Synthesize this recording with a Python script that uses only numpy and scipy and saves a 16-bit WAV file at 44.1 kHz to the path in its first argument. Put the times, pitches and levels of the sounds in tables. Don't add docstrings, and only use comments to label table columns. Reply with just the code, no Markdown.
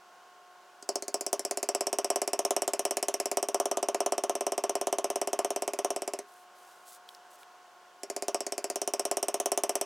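import sys
import numpy as np
from scipy import signal
from scipy.fft import rfft, irfft, next_fast_len
from scipy.io import wavfile
from scipy.ndimage import map_coordinates

SR = 44100
rng = np.random.default_rng(int(sys.argv[2]) if len(sys.argv) > 2 else 0)


def persist_wave(psi):
    counts = np.round(np.clip(psi, -1, 1) * 32767).astype(np.int16)
    wavfile.write(sys.argv[1], SR, np.atleast_2d(counts).T)


N = 434385
SIZE = 16384
HZ = np.fft.rfftfreq(SIZE, 1 / SR)
T = np.arange(SIZE) / SR
USUAL_DB = -30


def amp(db):
    return 10 ** (np.asarray(db) / 20)


def unit(x):
    return x / np.sqrt(np.mean(x ** 2) + 1e-20)


def along(points, hz):
    f, v = np.transpose(points)
    return np.interp(np.log(hz + 1), np.log(f), v)


def filtered(x, response):
    m = next_fast_len(N + SR // 2)
    spectrum = rfft(x, m) * response(np.fft.rfftfreq(m, 1 / SR))
    return irfft(spectrum, m)[..., :N]


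def causal(points):
    cepstrum = irfft(np.log(amp(along(points, HZ))))
    cepstrum[1:SIZE // 2] *= 2
    cepstrum[SIZE // 2 + 1:] = 0
    return np.exp(rfft(cepstrum))


def delay(ms):
    return np.exp(-2j * np.pi * HZ * ms / 1000)


def noise(points):
    return unit(filtered(rng.standard_normal(N), lambda hz: amp(along(points, hz))))


def wobble(rate):
    knots = rng.standard_normal(int(N * rate / SR) + 4)
    return map_coordinates(knots, [np.arange(N) * rate / SR])


def add(track, s, sound):
    part = track[round(s * SR):][:len(sound)]
    part += sound[:len(part)]


# (frequency [Hz], mean level [dB rms])
FAN_TONES = [(194, -90), (360, -73.5), (400, -76.5), (720, -62.5), (934, -88), (1080, -64), (1440, -74.5)]
# (frequency [Hz], relative level [dB per Hz])
AIR_COLOUR = [(25, -43), (100, -27), (280, -14), (450, -7), (700, 0), (1000, 0), (1250, -4), (1450, 0),
              (1850, -10), (2400, -13), (3000, -11), (3700, -16), (6200, -16), (16000, -31)]


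def fan(air_db=-58.0, waver=0.6):
    t = np.arange(N) / SR
    hum = np.zeros(N)
    for hz, db in FAN_TONES:
        level = amp(db + wobble(3.6)) * np.sqrt(2)
        hum += level * np.sin(2 * np.pi * hz * t + waver * wobble(14))
    air = amp(air_db + 0.4 * wobble(5.1)) * noise(AIR_COLOUR)
    return hum + air


# (frequency [Hz], time to fall 60 dB [s])
ROOM_DECAY = [(300, 0.23), (1200, 0.11), (2500, 0.18), (5500, 0.084), (9000, 0.077), (16000, 0.083)]


def reverberation(start_ms):
    hz, t, z = signal.stft(rng.standard_normal(SIZE), SR, nperseg=128)
    decay = amp(-60 * t / along(ROOM_DECAY, hz)[:, None])
    tail = signal.istft(z * decay, SR, nperseg=128)[1][:SIZE]
    return rfft(tail / np.linalg.norm(tail)) * delay(start_ms)


def squeak(level_db=-47, middle_s=3.755, length_s=0.082, pitch_hz=1225, sag_hz_per_s=1300):
    t = np.arange(N) / SR - middle_s
    swell = np.exp(-(2 * t / length_s) ** 2)
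    return amp(level_db) * swell * np.sin(2 * np.pi * (pitch_hz - sag_hz_per_s * t / 2) * t)


# (middle time [s], length [s], level [dB])
RUB_STROKES = [(6.36, 0.17, -65.5), (6.66, 0.21, -65), (6.83, 0.14, -71), (6.917, 0.1, -52.5),
               (7.123, 0.092, -66), (7.335, 0.059, -61.5), (7.41, 0.052, -62)]
# (frequency [Hz], relative level [dB per Hz])
LEATHER_COLOUR = [(1200, -33), (2500, -13), (3500, -3.5), (5000, -3), (9000, 0.5), (13000, -4.5),
                  (16000, -9)]


def slide(grain_db=2):
    t = np.arange(N) / SR
    strokes = np.zeros(N)
    for middle_s, length_s, db in RUB_STROKES:
        strokes += amp(db) / (1 + (2 * (t - middle_s) / length_s) ** 8)
    hiss = unit(noise(LEATHER_COLOUR) * amp(grain_db * wobble(250)))
    return strokes * hiss


# (time [s], level before level_db [dB], pitch [Hz])
GRIP_TICKS = [(7.0897, -33, 3630), (7.1485, -37, 5400), (7.432, -43, 2900)]


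def ticks(level_db=-7, t60=0.013, snap_db=-5, low_cut_hz=400):
    track = np.zeros(N)
    for s, db, pitch_hz in GRIP_TICKS:
        resonance = 1 / (1 + ((HZ - pitch_hz) / 700) ** 2)
        ring = unit(irfft(rfft(rng.standard_normal(SIZE)) * resonance))
        snap = amp(snap_db) * rng.standard_normal(SIZE)
        add(track, s, amp(db + level_db - 60 * T / t60) * (ring + snap))
    return filtered(track, lambda hz: hz / (hz - 1j * low_cut_hz))


# (time [s], strength [dB])
BLOWS = [(0.826, -56), (0.8906, -31.5), (0.9566, -33), (1.0239, -41), (1.0814, -39.5), (1.143, -31),
         (1.2098, -38.5), (1.265, -36), (1.3298, -29), (1.3944, -37.8), (1.4508, -34.7), (1.511, -33.0),
         (1.5733, -34.5), (1.6296, -33.5), (1.6889, -30), (1.749, -30), (1.8086, -30.5), (1.869, -32.0),
         (1.9292, -30.5), (1.9863, -29), (2.0455, -31.5), (2.1025, -27.5), (2.1592, -29.5), (2.2176, -30.5),
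         (2.2766, -32.5), (2.3328, -30), (2.3916, -29), (2.4505, -29), (2.5075, -27.5), (2.5648, -28.5),
         (2.6201, -30.4), (2.678, -29.5), (2.735, -31.0), (2.7937, -31.5), (2.8523, -29), (2.9096, -31.5),
         (2.9699, -31.5), (3.0276, -32), (3.0842, -30.5), (3.1411, -33), (3.2005, -31.6), (3.2571, -32.5),
         (3.3151, -32), (3.3713, -27.5), (3.4278, -30.5), (3.4864, -32), (3.5451, -27.5), (3.6002, -27.0),
         (3.6564, -29.6), (3.714, -29.1), (3.7715, -29), (3.8284, -29), (3.886, -28), (3.9461, -29),
         (4.0045, -27.5), (4.0621, -27.7), (4.122, -27), (4.18, -29.9), (4.2373, -29), (4.2957, -27.8),
         (4.3532, -31.5), (4.4088, -30.5), (4.4666, -29), (4.5209, -30.5), (4.5791, -29.4), (4.6387, -28.5),
         (4.695, -30), (4.7536, -29.0), (4.8132, -31), (4.8703, -28.5), (4.9269, -28), (4.9847, -29.5),
         (5.0435, -29), (5.1021, -30.5), (5.1582, -30), (5.2153, -29.5), (5.274, -31.5), (5.3311, -29),
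         (5.3905, -27.5), (5.447, -29.3), (5.5053, -30.5), (5.5617, -31), (5.6218, -31.4), (5.6778, -30.5),
         (5.7349, -34.2), (5.789, -31), (5.8467, -28.0), (5.9046, -30.5), (5.9625, -32.2), (6.02, -34.5),
         (6.0772, -33.6), (6.1357, -34), (6.1895, -39.8), (8.0334, -41), (8.1004, -36.5), (8.1643, -35.5),
         (8.2234, -35), (8.2826, -31), (8.3455, -29.5), (8.4058, -35), (8.4661, -36.7), (8.5222, -35.5),
         (8.58, -35), (8.6428, -34.2), (8.7008, -34.5), (8.7584, -33.5), (8.8167, -33.5), (8.876, -32),
         (8.9367, -31), (8.9955, -31.5), (9.053, -31.5), (9.1135, -29.5), (9.17, -31), (9.2285, -31.5),
         (9.2841, -30.9), (9.3428, -30.5), (9.4007, -31), (9.4588, -29.5), (9.5184, -29), (9.5757, -29),
         (9.6361, -29), (9.6942, -30.5), (9.7544, -30.5), (9.8128, -31.5)]
# (frequency [Hz], level before the thud's colour [dB], time to fall 60 dB [s])
BENCH_MODES = [(307, -9.5, 0.066), (404.4, 10.5, 0.065), (486, 32.5, .01), (581.8, 15.5, 0.046),
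               (666, 22.5, 0.028), (708, 4.5, 0.052), (793, 26.5, 0.0075), (884, -22, 0.068),
               (1015, -5, 0.044), (1116, -33.5, 0.2)]
# (frequency [Hz], gain [dB])
THUD_COLOUR = [(20, -30), (150, -39), (205, -10), (270, -5), (1150, 1.5), (1500, -2.5), (4000, -35)]


def thuds(level_db=0.5, lag_ms=0.94, swell_s=0.0065, room_db=-15, stray_db=-22, hardening=0.5):
    ring = np.zeros(SIZE)
    for hz, db, t60 in BENCH_MODES:
        ring += amp(db - 60 * T / t60) * np.sin(2 * np.pi * hz * T)
    swelling = ring * (1 - np.exp(-T / swell_s))
    push = -rfft(swelling) * causal(THUD_COLOUR) * delay(lag_ms)
    send = amp(along([(400, 0.5), (700, -2.5), (1200, 15.5)], HZ))
    room = amp(room_db) * reverberation(start_ms=8)
    octaves = np.log2(np.clip(HZ, 300, 1200) / 550)
    track = np.zeros(N)
    for s, db in BLOWS:
        stiffness = amp(hardening * (db - USUAL_DB) * octaves)
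        moving_arm = amp(stray_db) * reverberation(start_ms=3.05)
        thud = irfft(push * stiffness * (1 + send * (room + moving_arm)))
        add(track, s, amp(db + level_db) * thud)
    return track


def scatter(t60):
    burst = rng.standard_normal(SIZE) * amp(-60 * T / t60)
    return rfft(burst / np.linalg.norm(burst))


REBOUND_MS, REBOUND_SPREAD = 0.3504, 0.054
REBOUND_SHRINKS = 0.21
KEPT = 0.18


def chatter(force_db, scatter_ms=0.018):
    contact = np.arange(4)
    usual_gap_ms = REBOUND_MS * amp(-REBOUND_SHRINKS * force_db)
    gap_ms = usual_gap_ms * np.exp(REBOUND_SPREAD * rng.standard_normal())
    sizes = np.sqrt(KEPT) ** contact
    times_ms = contact * gap_ms + scatter_ms * rng.standard_normal(len(contact))
    contacts = sum(size * delay(ms) for size, ms in zip(sizes, times_ms))
    return contacts / np.linalg.norm(sizes)


# (frequency [Hz], level [dB])
STAMP_COLOUR = [(600, -28), (1300, -18.5), (1750, -4), (2400, -8.5), (3300, -13), (4500, -15.5), (5300, -5),
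                (6000, -0.5), (7000, -1.5), (8500, 1.5), (10200, -1.5), (12000, -7.5), (14000, -12.5),
                (16000, -24.5)]
# (time [s], pitch ratio, click level [dB], brightness [dB per octave])
STAMP_SEAT = [(.85, 0.81, 2, 3.5), (1.3, 0.9, 4, 3), (1.9, 0.95, 1.25, -1), (2.55, 0.99, 1, -1),
              (3.05, 0.99, 3, -0.7), (3.6, 0.97, -1, -0.7), (3.75, .98, -2.5, -3), (5.4, 1.01, -1.65, -2.4),
              (6.2, 0.99, -2.5, -2.5), (8.05, 0.94, -0.5, -1), (8.45, 0.91, 0.8, -1), (8.8, 0.94, 1.7, 0),
              (9.3, 1.01, 1.3, -0.5), (9.8, 1.02, 2.5, 0)]
# (frequency [Hz], level [dB])
SIDEWAYS_COLOUR = [(1500, -6), (3000, -1), (4500, 1.5), (5700, 1.5), (7000, -6), (10000, -8),
                   (16000, -11.5)]
# (delay behind the direct sound [ms], level [dB])
NEAR_ECHOES = [(2.599, -1), (3.2, -6), (8, -18)]
CLICK_GROWS = 0.66


def clicks(level_db=0.0, lead_ms=0.21, travel_ms=0.353, room_db=-4, stray_db=-8):
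    bending = delay(2 * travel_ms * np.sqrt(8000 / (HZ + 1)))
    sideways = causal(SIDEWAYS_COLOUR)
    room = amp(room_db) * reverberation(start_ms=4.4)
    octaves = np.log2(np.clip(HZ, 3500, 14000) / 7000)
    seat_s, *seat = np.transpose(STAMP_SEAT)
    track = np.zeros(N)
    for s, strength_db in BLOWS:
        force_db = strength_db - USUAL_DB
        pitch, seat_db, brightness = (np.interp(s, seat_s, column) for column in seat)
        colour = causal([(hz * pitch, db) for hz, db in STAMP_COLOUR])
        steel = colour * bending * amp(brightness * octaves)
        echoes = sum(amp(db) * delay(ms) * scatter(t60=0.0038) for ms, db in NEAR_ECHOES)
        moving_arm = amp(stray_db) * reverberation(start_ms=1.202)
        surroundings = sideways * (echoes + room + moving_arm)
        click = irfft(steel * chatter(force_db) * (1 + surroundings))
        gain = amp(level_db + seat_db + CLICK_GROWS * force_db)
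        add(track, s - lead_ms / 1000, gain * click[:SIZE // 2])
    return track


def scene():
    middle = fan() + squeak() + slide() + ticks() + thuds() + clicks()
    side = amp(-71.5) * noise([(30, 2), (1000, 8.5), (4000, 2.5), (16000, -11.5)])
    width = amp(along([(400, -44.0), (2000, -34.5), (12000, -24.5)], HZ))
    room = irfft(reverberation(start_ms=0.2) * width)
    spread = signal.fftconvolve(middle, room)[:N]
    ears = np.array([middle + side + spread, middle - side - spread])
    return ears * amp([[-0.1], [0.1]])


def record(dry):
    return filtered(dry, lambda hz: hz < 16600)


dry = scene()
out = record(dry)
persist_wave(out)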